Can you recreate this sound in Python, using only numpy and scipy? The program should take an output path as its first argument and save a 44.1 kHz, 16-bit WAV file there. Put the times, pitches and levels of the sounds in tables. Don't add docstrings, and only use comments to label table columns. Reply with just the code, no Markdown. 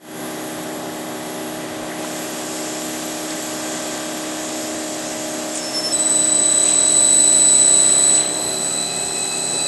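import sys
import numpy as np
from scipy import signal
from scipy.fft import rfft, irfft, next_fast_len
from scipy.io import wavfile
from scipy.ndimage import uniform_filter1d, map_coordinates

SR = 44100
rng = np.random.default_rng(int(sys.argv[2]) if len(sys.argv) > 2 else 0)


def file_out(sig):
    cols = np.atleast_2d(sig).T
    lim = np.clip(cols, -1, 1)
    pcm = np.round(lim * 32767).astype(np.int16)
    wavfile.write(sys.argv[1], SR, pcm)


def natural_amplitude(level_db):
    exponent = np.asarray(level_db, float) / 20
    return 10 ** exponent


N = 426447

PUMP_HZ, SWITCHING_HZ = 34.667, 7996.5
STROKE_TURN = .016
OPEN_S, OPEN_TAKES_S = 1.96, .1
TURN_S, TURN_TAKES_S = 8.19, .1
SWITCH_S = 5.922
ON = slice(round(5.5 * SR), N)
ON_S = np.arange(N)[ON] / SR

# frequency in Hz, density in dB per Hz.
RUMBLE_SPECTRUM = [(8.8, -43), (15, -7), (76, -4), (108, 2), (130, -3), (170, -37), (290, -120)]
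# centre in seconds, width in seconds, gain in dB.
RUMBLE_SWELLS = [(.9, 0.52, 6), (1.7, .4, 8), (3.7, 0.22, 3), (4.9, .3, 2), (6.4, .2, 7), (7.25, .25, -12),
                 (8.6, .4, 8), (9.1, .15, 8), (9.6, 0.27, 10)]
# frequency in Hz, density in dB per Hz.
BODY_SPECTRUM = [(65, -48), (110, -15), (158, -12), (199, -10.5), (309, -6), (356, -11.5), (389, -4),
                 (460, -10.5), (612, -7.5), (924, -13), (1490, -16), (2000, -14.5), (2400, -33.5),
                 (3120, -53), (5280, -120)]
# frequency in Hz, density in dB per Hz.
DUCT_SPECTRUM = [(1800, -50), (1930, -12), (1985, 3), (2040, -13), (2180, -25)]
# frequency in Hz, density in dB per Hz.
FAN_SPECTRUM = [(1410, -14), (2400, 0.5), (2720, 1), (3410, -2.5), (4080, -4), (5250, -4.5), (7160, -1.5),
                (8930, -3), (10000, -8.5), (13000, -56), (22000, -120)]
# frequency in Hz, density in dB per Hz.
NOZZLE_SPECTRUM = [(1760, -13.5), (3000, -14), (3350, -8.5), (4470, -6), (5200, -3.5), (6120, -4),
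                   (6550, 0), (7710, 2), (8210, -1.5), (9910, -17.5), (10500, -47), (13600, -43),
                   (22000, -120)]
# frequency in Hz, density in dB per Hz.
FIZZ_SPECTRUM = [(5590, -40), (9500, -7.5), (11200, 8), (11800, 6), (12000, -31), (12200, -14),
                 (12400, -75), (16100, -105), (22000, -120)]
# centre in seconds, width in seconds, gain of fan, nozzle and fizz in dB.
PUFFS = [(.5, 0.9, -0.5, -0.5, 1), (.8, .5, -1.5, 1.5, -2), (1.8, 0.3, 1.5, -4.5, -2.5),
         (2.25, 0.15, 1, -2, 2.5), (2.92, .14, 1, 0, 2.5), (3.53, 0.11, 0.5, 0, 3.5), (5.57, .03, 2, 3, 0),
         (6.68, 0.044, 5, 3, 0), (7.5, 0.38, 1, 1, 3), (8.16, .03, -1, 5, -2), (8.25, 0.058, 4, -7, 0),
         (8.47, 0.1, 1.5, -1, 4.5), (9.67, 0.27, -4, 3, 1.5)]
# fan, nozzle in dB.
AIR_SHADE_DB = (-6, -3)
# multiple of the shaft speed, level in dB.
PUMP_ORDERS = [(1, -30), (2, -27), (3, -32.5), (4, -17), (5, -12), (6, -31), (7, -5.5), (8, -17), (9, -0.5),
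               (10, -13.5), (11, -7), (12, -16.5), (13, -21), (14, -18), (15, -20.5), (16, -10.5),
               (17, -7.5), (18, -4), (19, -53), (20, -10), (21, -10.5), (22, -21.5), (23, -13.5), (24, -11),
               (25, -25.5)]
# frequency in Hz, level in dB.
RATTLE_LEVELS = [(880, -56), (1200, -52), (1500, -57), (2000, -56.5), (2600, -62.5), (3300, -57.5),
                 (4200, -64.5), (5200, -64)]
# time in seconds, place in m, share of the pump heard directly from 0 to 1.
WALK = [(0, 0.034, 0.12), (3, 0.15, 0.11), (6, 0.41, 0), (7.2, 0.61, 0.24), (7.8, 0.69, 0.34),
        (8.4, 0.72, 0.4), (8.9, 0.85, 0.45), (9.25, 1, 0.3), (9.67, 0.95, 0.03)]
STANDING = [
    (0.28, 1.33, 0.63),
    (0.84, 1.044, 0.3),
    (0.42, 1.14, 0.52),
    (0.78, 1.8, 0.25),
    (-0.13, 1.33, 0.33),
]
# start in seconds, level in dB, pitch in Hz, decay by 60 dB in seconds.
TICKS = [(1.914, -27, 1900, .04), (2.045, -24.5, 1200, 0.04), (3.305, -26, 4670, .03),
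         (3.319, -27, 2190, 0.026), (5.547, -25, 7600, 0.016), (5.553, -21, 8400, .03),
         (5.557, -23, 7360, 0.033), (5.561, -24, 7870, .03), (5.566, -27, 8750, .03),
         (5.573, -23, 7740, 0.066), (5.59, -28, 7600, .03), (6.678, -35, 3050, 0.037),
         (8.177, -27, 3000, .04), (9.125, -31, 398, .2), (9.53, -28.5, 397, 0.24)]
# time in seconds, field speed in Hz.
FIELD_SPEED = [(5.6, 2.5), (6.2, 11.65), (6.9, 22.65), (7.1, 25.4), (7.4, 29.15), (7.8, 33.05), (8.2, 36.1),
               (8.7, 39.1), (9.7, 44.45)]
# time in seconds, speed towards the spindle in m per s.
CLOSING = [(6.7, 0), (7.05, -.04), (7.5, 0), (8.15, 0), (8.65, .23), (8.9, .25), (9.3, .13), (9.7, .08)]
# full level in dB, growth with voltage in dB per dB, shade after the swing in dB.
WHINE = [
    (-14.5, 0.44, -10.5),
    (-22.5, 0.18, -3.5),
    (-28, 0.94, -11),
    (-26, 0.96, -5),
]
# centre in seconds, width in seconds, lower and upper in dB.
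NULLS = [(6.2, .12, 0.5, -1.5), (6.7, 0.12, -1.5, 2.5), (6.9, .07, -1, 0), (7.4, 0.26, 2, -1),
         (7.47, .08, 0, -8), (7.72, .12, 0.5, 1), (8.18, 0.073, -0.5, -10), (8.3, 0.071, -9, 4),
         (8.5, .12, 1, -9), (8.68, .07, 2, -4), (8.9, 0.065, -4, -4), (9.2, 0.19, -7, 0.5),
         (9.3, 0.038, -4, -2.5)]
# offsets in field orders, then levels in dB.
OUTER_ORDERS = [-10, -7, -4, -3, -2, -1.5, -.5, 0, .5, 2, 4, 8]
OUTER_DB = [-20, -12, -5, -19, -7, -15, -13, -10, -19, -3, -13, -25]
# offsets in field orders, then levels in dB.
HALF_ORDERS = [-9.5, -8.5, -6.5, -5.5, -4.5, -3.5, -2.5, -1.5, -1, -.5, .5, 1, 1.5, 2, 2.5, 3.5, 4, 4.5, 5,
               5.5, 6.5, 8, 9.5, 11]
HALF_DB = [-28, -28, -25, -16, -21, -22, -11, -11, -22, -4, -8, -13, -10, -16, -7, -21, -22, -21, -19, -18,
           -26, -24, -27, -28]
# time in seconds, level in dB.
START_LEVEL = [(5.57, -55), (5.605, -38), (5.71, -33), (5.75, -26.5), (5.9, -26.5)]
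# centre in Hz, bandwidth in Hz, level in dB.
HOUSING = [
    (1298, 52, -2),
    (2567, 68, 3.5),
    (4710, 200, -7.5),
]
# centre in seconds, width in seconds, gain in dB.
CATCHES = [(8.67, .06, 3), (8.91, .04, 5), (9.24, 0.052, 4), (9.33, 0.027, 6), (9.41, .03, 3),
           (9.63, .05, 1.5)]


def unit(x):
    return x / np.sqrt(np.mean(x ** 2) + 1e-20)


def along(points, hz):
    f, v = np.transpose(points)
    return np.interp(np.log(hz + 1), np.log(f + 1), v)


def curves(rows):
    s, *cols = np.transpose(rows)
    return [np.interp(np.arange(N) / SR, s, c) for c in cols]


def ramp(start_s, takes_s):
    return np.clip((np.arange(N) / SR - start_s) / takes_s, 0, 1)


def bumps(rows):
    rows, t = np.array(rows), np.arange(0, N + 256, 256) / SR
    sums = rows[:, 2:].T @ np.exp(-((t - rows[:, :1]) / rows[:, 1:2]) ** 2)
    return [np.interp(np.arange(N) / SR, t, v) for v in sums]


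def wobble(rate_hz, part=slice(None)):
    knots = rng.standard_normal(int(N * rate_hz / SR) + 4)
    coarse = map_coordinates(knots, [np.arange(0, N + 256, 256) * rate_hz / SR])
    return np.interp(np.arange(N)[part], np.arange(len(coarse)) * 256, coarse).astype(np.float32)


def filtered(x, response):
    m = next_fast_len(N + SR // 2)
    return irfft(rfft(x, m) * response(np.fft.rfftfreq(m, 1 / SR)), m)[:N]


def rush(spectrum, patchy_db):
    z = signal.stft(rng.standard_normal(N + 512), nperseg=512)[2]
    patches = uniform_filter1d(rng.standard_normal(z.shape), 6, 0)
    patches = uniform_filter1d(patches, 14, 1)
    noise = signal.istft(z * natural_amplitude(patchy_db * unit(patches)), nperseg=512)[1][:N]
    return unit(filtered(noise, lambda hz: natural_amplitude(along(spectrum, hz))))


def shaft_turns():
    n = np.arange(N)
    return PUMP_HZ * (n + 1024 * (n > 4.749 * SR)) / SR


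def stroke_throb(depth):
    angle = 2 * np.pi * shaft_turns()
    return 1 + depth * (.5 * np.cos(2 * angle) + 1.1 * np.cos(4 * angle))


def handling():
    thumps = natural_amplitude(3.1 * wobble(11)) * rush(RUMBLE_SPECTRUM, patchy_db=2.0)
    return natural_amplitude(-60 + bumps(RUMBLE_SWELLS)[0]) * unit(thumps)


def pump_body_and_duct():
    unsteady_db = 0.59 * wobble(2.945)
    body = natural_amplitude(-34 + unsteady_db) * stroke_throb(0.056) * rush(BODY_SPECTRUM, patchy_db=1.0)
    duct_db = -51.5 + unsteady_db - 6.2 * ramp(TURN_S, TURN_TAKES_S) + 1.6 * wobble(0.61)
    return body + natural_amplitude(duct_db) * rush(DUCT_SPECTRUM, patchy_db=0.0)


def fan():
    level_db = -39 + bumps(PUFFS)[0] + 0.35 * wobble(3.7)
    level_db += 3 * ramp(OPEN_S, OPEN_TAKES_S) + 3 * ramp(6.2, 2.1)
    level_db += AIR_SHADE_DB[0] * ramp(TURN_S, TURN_TAKES_S)
    return natural_amplitude(level_db) * stroke_throb(0.091) * rush(FAN_SPECTRUM, patchy_db=0.4)


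def nozzle():
    opened = ramp(OPEN_S, OPEN_TAKES_S)
    missing_db = -2 * np.exp(-np.maximum(np.arange(N) / SR - OPEN_S, 0) / 1.2)
    level_db = -31.5 + bumps(PUFFS)[1] + .5 * wobble(5)
    level_db += -10 * (1 - opened) + missing_db * opened
    level_db += AIR_SHADE_DB[1] * ramp(TURN_S, TURN_TAKES_S)
    return natural_amplitude(level_db) * rush(NOZZLE_SPECTRUM, patchy_db=1.3)


def fizz():
    level_db = -41 + bumps(PUFFS)[2] - 3.5 * ramp(3, 1.4) + 1.2 * wobble(5)
    return natural_amplitude(level_db) * rush(FIZZ_SPECTRUM, patchy_db=1.4)


def pump_orders(angle):
    place_m, direct = curves(WALK)
    best_m, repeat_m, echo = np.transpose(STANDING)[:, :, None]
    standing_wave = np.exp(2j * np.pi * (place_m[::256] - best_m) / repeat_m)
    levels_db = 20 * np.log10(np.abs(1 + np.clip(echo, 0, .9) * standing_wave))
    drift_db = levels_db - np.median(levels_db, axis=1)[:, None]
    smeared = (1 - np.clip(direct, 0, 1)).astype(np.float32)
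    unsteady_db = 0.82 + 1.5 * ramp(8.4, .5)[::256]
    out = np.zeros(N)
    for k, db in PUMP_ORDERS[2:]:
        share = np.array([np.interp(k, (5, 9, 11, 18, 21, 24), row[[1, 0, 1, 2, 3, 4]]) for row in np.eye(5)])
        size = natural_amplitude(db - 30.5 + share @ drift_db + unsteady_db * wobble(4, slice(0, N, 256)))
        lag_turn = (.29 * k * k + STROKE_TURN * k + .25) % 1 - .5
        phase = k * angle + np.float32(2 * np.pi * lag_turn) * smeared - np.float32(2 * np.pi * STROKE_TURN * k)
        out += np.interp(np.arange(N) / 256, np.arange(len(size)), size) * np.cos(phase)
    return out


def pump_rattle(angle):
    order, turn = np.arange(26, 140)[:, None], np.linspace(0, 2 * np.pi, 2049)
    fade_db = 1 + 2 * ramp(7.3, .6) - 7 * ramp(TURN_S, 0.26)
    out = np.zeros(N)
    for pattern in range(3):
        size = natural_amplitude(along(RATTLE_LEVELS, order * PUMP_HZ) - 6.5 + 4.26 * rng.standard_normal(order.shape))
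        shape = np.sum(size * np.sin(order * turn + 2 * np.pi * rng.random(order.shape)), axis=0)
        out += natural_amplitude(fade_db + 3 * wobble(1.5)) * np.interp(angle, turn, shape)
    return out


def pump():
    angle = (2 * np.pi * ((shaft_turns() + 0.012 * wobble(.6)) % 1)).astype(np.float32)
    return pump_orders(angle) + pump_rattle(angle)


def ticks():
    out, t = np.zeros(N + SR), np.arange(SR // 10) / SR
    for s, db, hz, t60_s in TICKS:
        grit = uniform_filter1d(rng.standard_normal((2, len(t))), int(SR / hz * 1.9) + 1, axis=1)
        grit = uniform_filter1d(grit, int(SR / hz * 2.6) + 1, axis=1)
        burst = unit(grit[0] * np.sin(2 * np.pi * hz * t) + grit[1] * np.cos(2 * np.pi * hz * t))
        envelope = natural_amplitude(db - 60 * t / t60_s) * (1 - np.exp(-t * hz / 1.5))
        out[round(s * SR):][:len(t)] += envelope * burst
    return out[:N]


def whirr(field):
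    places = (np.arange(7)[:, None] + .6 * rng.random((7, 1))) / 7
    spots = field + .0015 * wobble(30)[ON] + places
    hits = np.diff(np.floor(spots), prepend=0) * natural_amplitude(1.5 * rng.standard_normal(spots.shape))
    knocks = np.sum(hits, axis=0) * (ON_S > 7)

    def ring(f):
        return sum(natural_amplitude(db) * (1j * f * w / (c * c - f * f + 1j * f * w)) ** 2 for c, w, db in HOUSING)

    rung = filtered(knocks, ring)[:len(ON_S)]
    rung = rung / np.sqrt(np.abs(uniform_filter1d(rung ** 2, size=SR // 8)) + 1e-12)
    level_db = -44 + 5 * (ON_S - 8.4) + 2.5 * wobble(35, ON) + bumps(CATCHES)[0][ON]
    return rung * natural_amplitude(level_db) * np.clip((ON_S - 8.2) / 0.28, .25, 1)


def line(tone, angle, share, k, lag_turn=0):
    return np.sqrt(2) * np.cos(2 * np.pi * (share * tone + k * angle + lag_turn))


def starting_whine(tone, angle):
    def pair(share):
        return line(tone, angle, share, -1) + .72 * line(tone, angle, share, 1, .25)

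    after_s = np.maximum(ON_S - SWITCH_S, 0)
    fading = .8 * natural_amplitude(-60 * after_s / .03) + .3 * natural_amplitude(-60 * after_s / .6)
    return fading * natural_amplitude(curves(START_LEVEL)[0][ON]) * (pair(2 / 3) + natural_amplitude(-13) * pair(4 / 3))


def sidebands(tone, angle, field_hz, stir, share, orders, levels_db):
    lagging = np.clip((7.25 - ON_S) / .4, 0, 1).astype(np.float32)
    out = 0
    for k, db in zip(orders, levels_db):
        half = k % 1 == .5
        lag_turn = (k % 4 == 0) / 2 + .2 * (k == 1.5)
        lag_turn += (.05 + .3 * (abs(k) > 3)) * rng.standard_normal()
        skew_turn = .08 - np.sign(k) * (.06 + .2 * lagging) - .1 * lagging
        lag_turn = lag_turn + half * (abs(k) > 2) * skew_turn + .015 * stir ** 2 * wobble(6, ON)
        swell_db = (.8 * stir - .1 + abs(k) / 8) * wobble(9, ON) + (abs(k) in (4, 7)) * (stir - 1)
        swell_db = swell_db - 10 * lagging * (k in (-1.5, 1, 1.5))
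        swell_db = swell_db - half * (k < -2) * (field_hz - 28) / 2.5
        swell_db = swell_db - abs(k) * np.maximum(field_hz - 30, -4) / 15
        out = out + natural_amplitude(db + swell_db) * line(tone, angle, share, k, lag_turn)
    return out


def winding_whine(tone, angle, field_hz):
    stir = 1 + 3 * np.clip((ON_S - 8.2) / .15, 0, 1)
    voltage_db = 20 * np.log10(np.minimum(field_hz / 28, 1))
    away = ramp(TURN_S, TURN_TAKES_S)[ON]
    lower_db, upper_db, outer_db, half_db = [db + grows * voltage_db + shade_db * away
                                             for db, grows, shade_db in WHINE]
    lower_null_db, upper_null_db = np.array(bumps(NULLS))[:, ON]
    lower_db = lower_db + lower_null_db + .35 * stir * wobble(12)[ON]
    upper_db = upper_db + upper_null_db + .45 * stir * wobble(12)[ON]
    main = natural_amplitude(lower_db) * line(tone, angle, 1, -1) + natural_amplitude(upper_db) * line(tone, angle, 1, 1)
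    haze = main * wobble(70)[ON] * natural_amplitude(-23)
    outer = natural_amplitude(outer_db) * sidebands(tone, angle, field_hz, stir, 1, OUTER_ORDERS, OUTER_DB)
    half = natural_amplitude(half_db) * sidebands(tone, angle, field_hz, stir, .5, HALF_ORDERS, HALF_DB)
    return np.clip((ON_S - SWITCH_S) / .003, 0, 1) * (main + haze + outer + half)


def spindle():
    field_hz = curves(FIELD_SPEED)[0][ON]
    tone_hz = SWITCHING_HZ * (1 + curves(CLOSING)[0][ON] / 343)
    tone = np.cumsum(tone_hz) / SR + 0.1 * wobble(12)[ON]
    field = np.cumsum(field_hz * (ON_S > FIELD_SPEED[0][0])) / SR + .2
    tone, angle = (tone % 6).astype(np.float32), (field % 2).astype(np.float32)
    sound = winding_whine(tone, angle, field_hz) + starting_whine(tone, angle) + whirr(field)
    return np.pad(sound, (ON.start, 0))


def scene():
    air = pump_body_and_duct() + fan() + nozzle() + fizz()
    return np.tile(handling() + air + pump() + ticks() + spindle(), (2, 1))


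def low_pass(x):
    return signal.sosfilt(signal.butter(12, 12950, fs=SR, output="sos"), x)


def record(dry):
    faded = dry[0] * (.04 + .96 * ramp(0, .25))
    mono = filtered(faded, lambda hz: (hz < 12050) * hz / np.hypot(hz, 30))
    bursts = mono * np.maximum(wobble(40) - 1.2, 0)
    flecks = natural_amplitude(-19) * filtered(bursts, lambda hz: (hz > 3800) & (hz < 10500))
    return low_pass(np.array([mono + flecks, mono - flecks]))


dry = scene()
out = record(dry)
file_out(out)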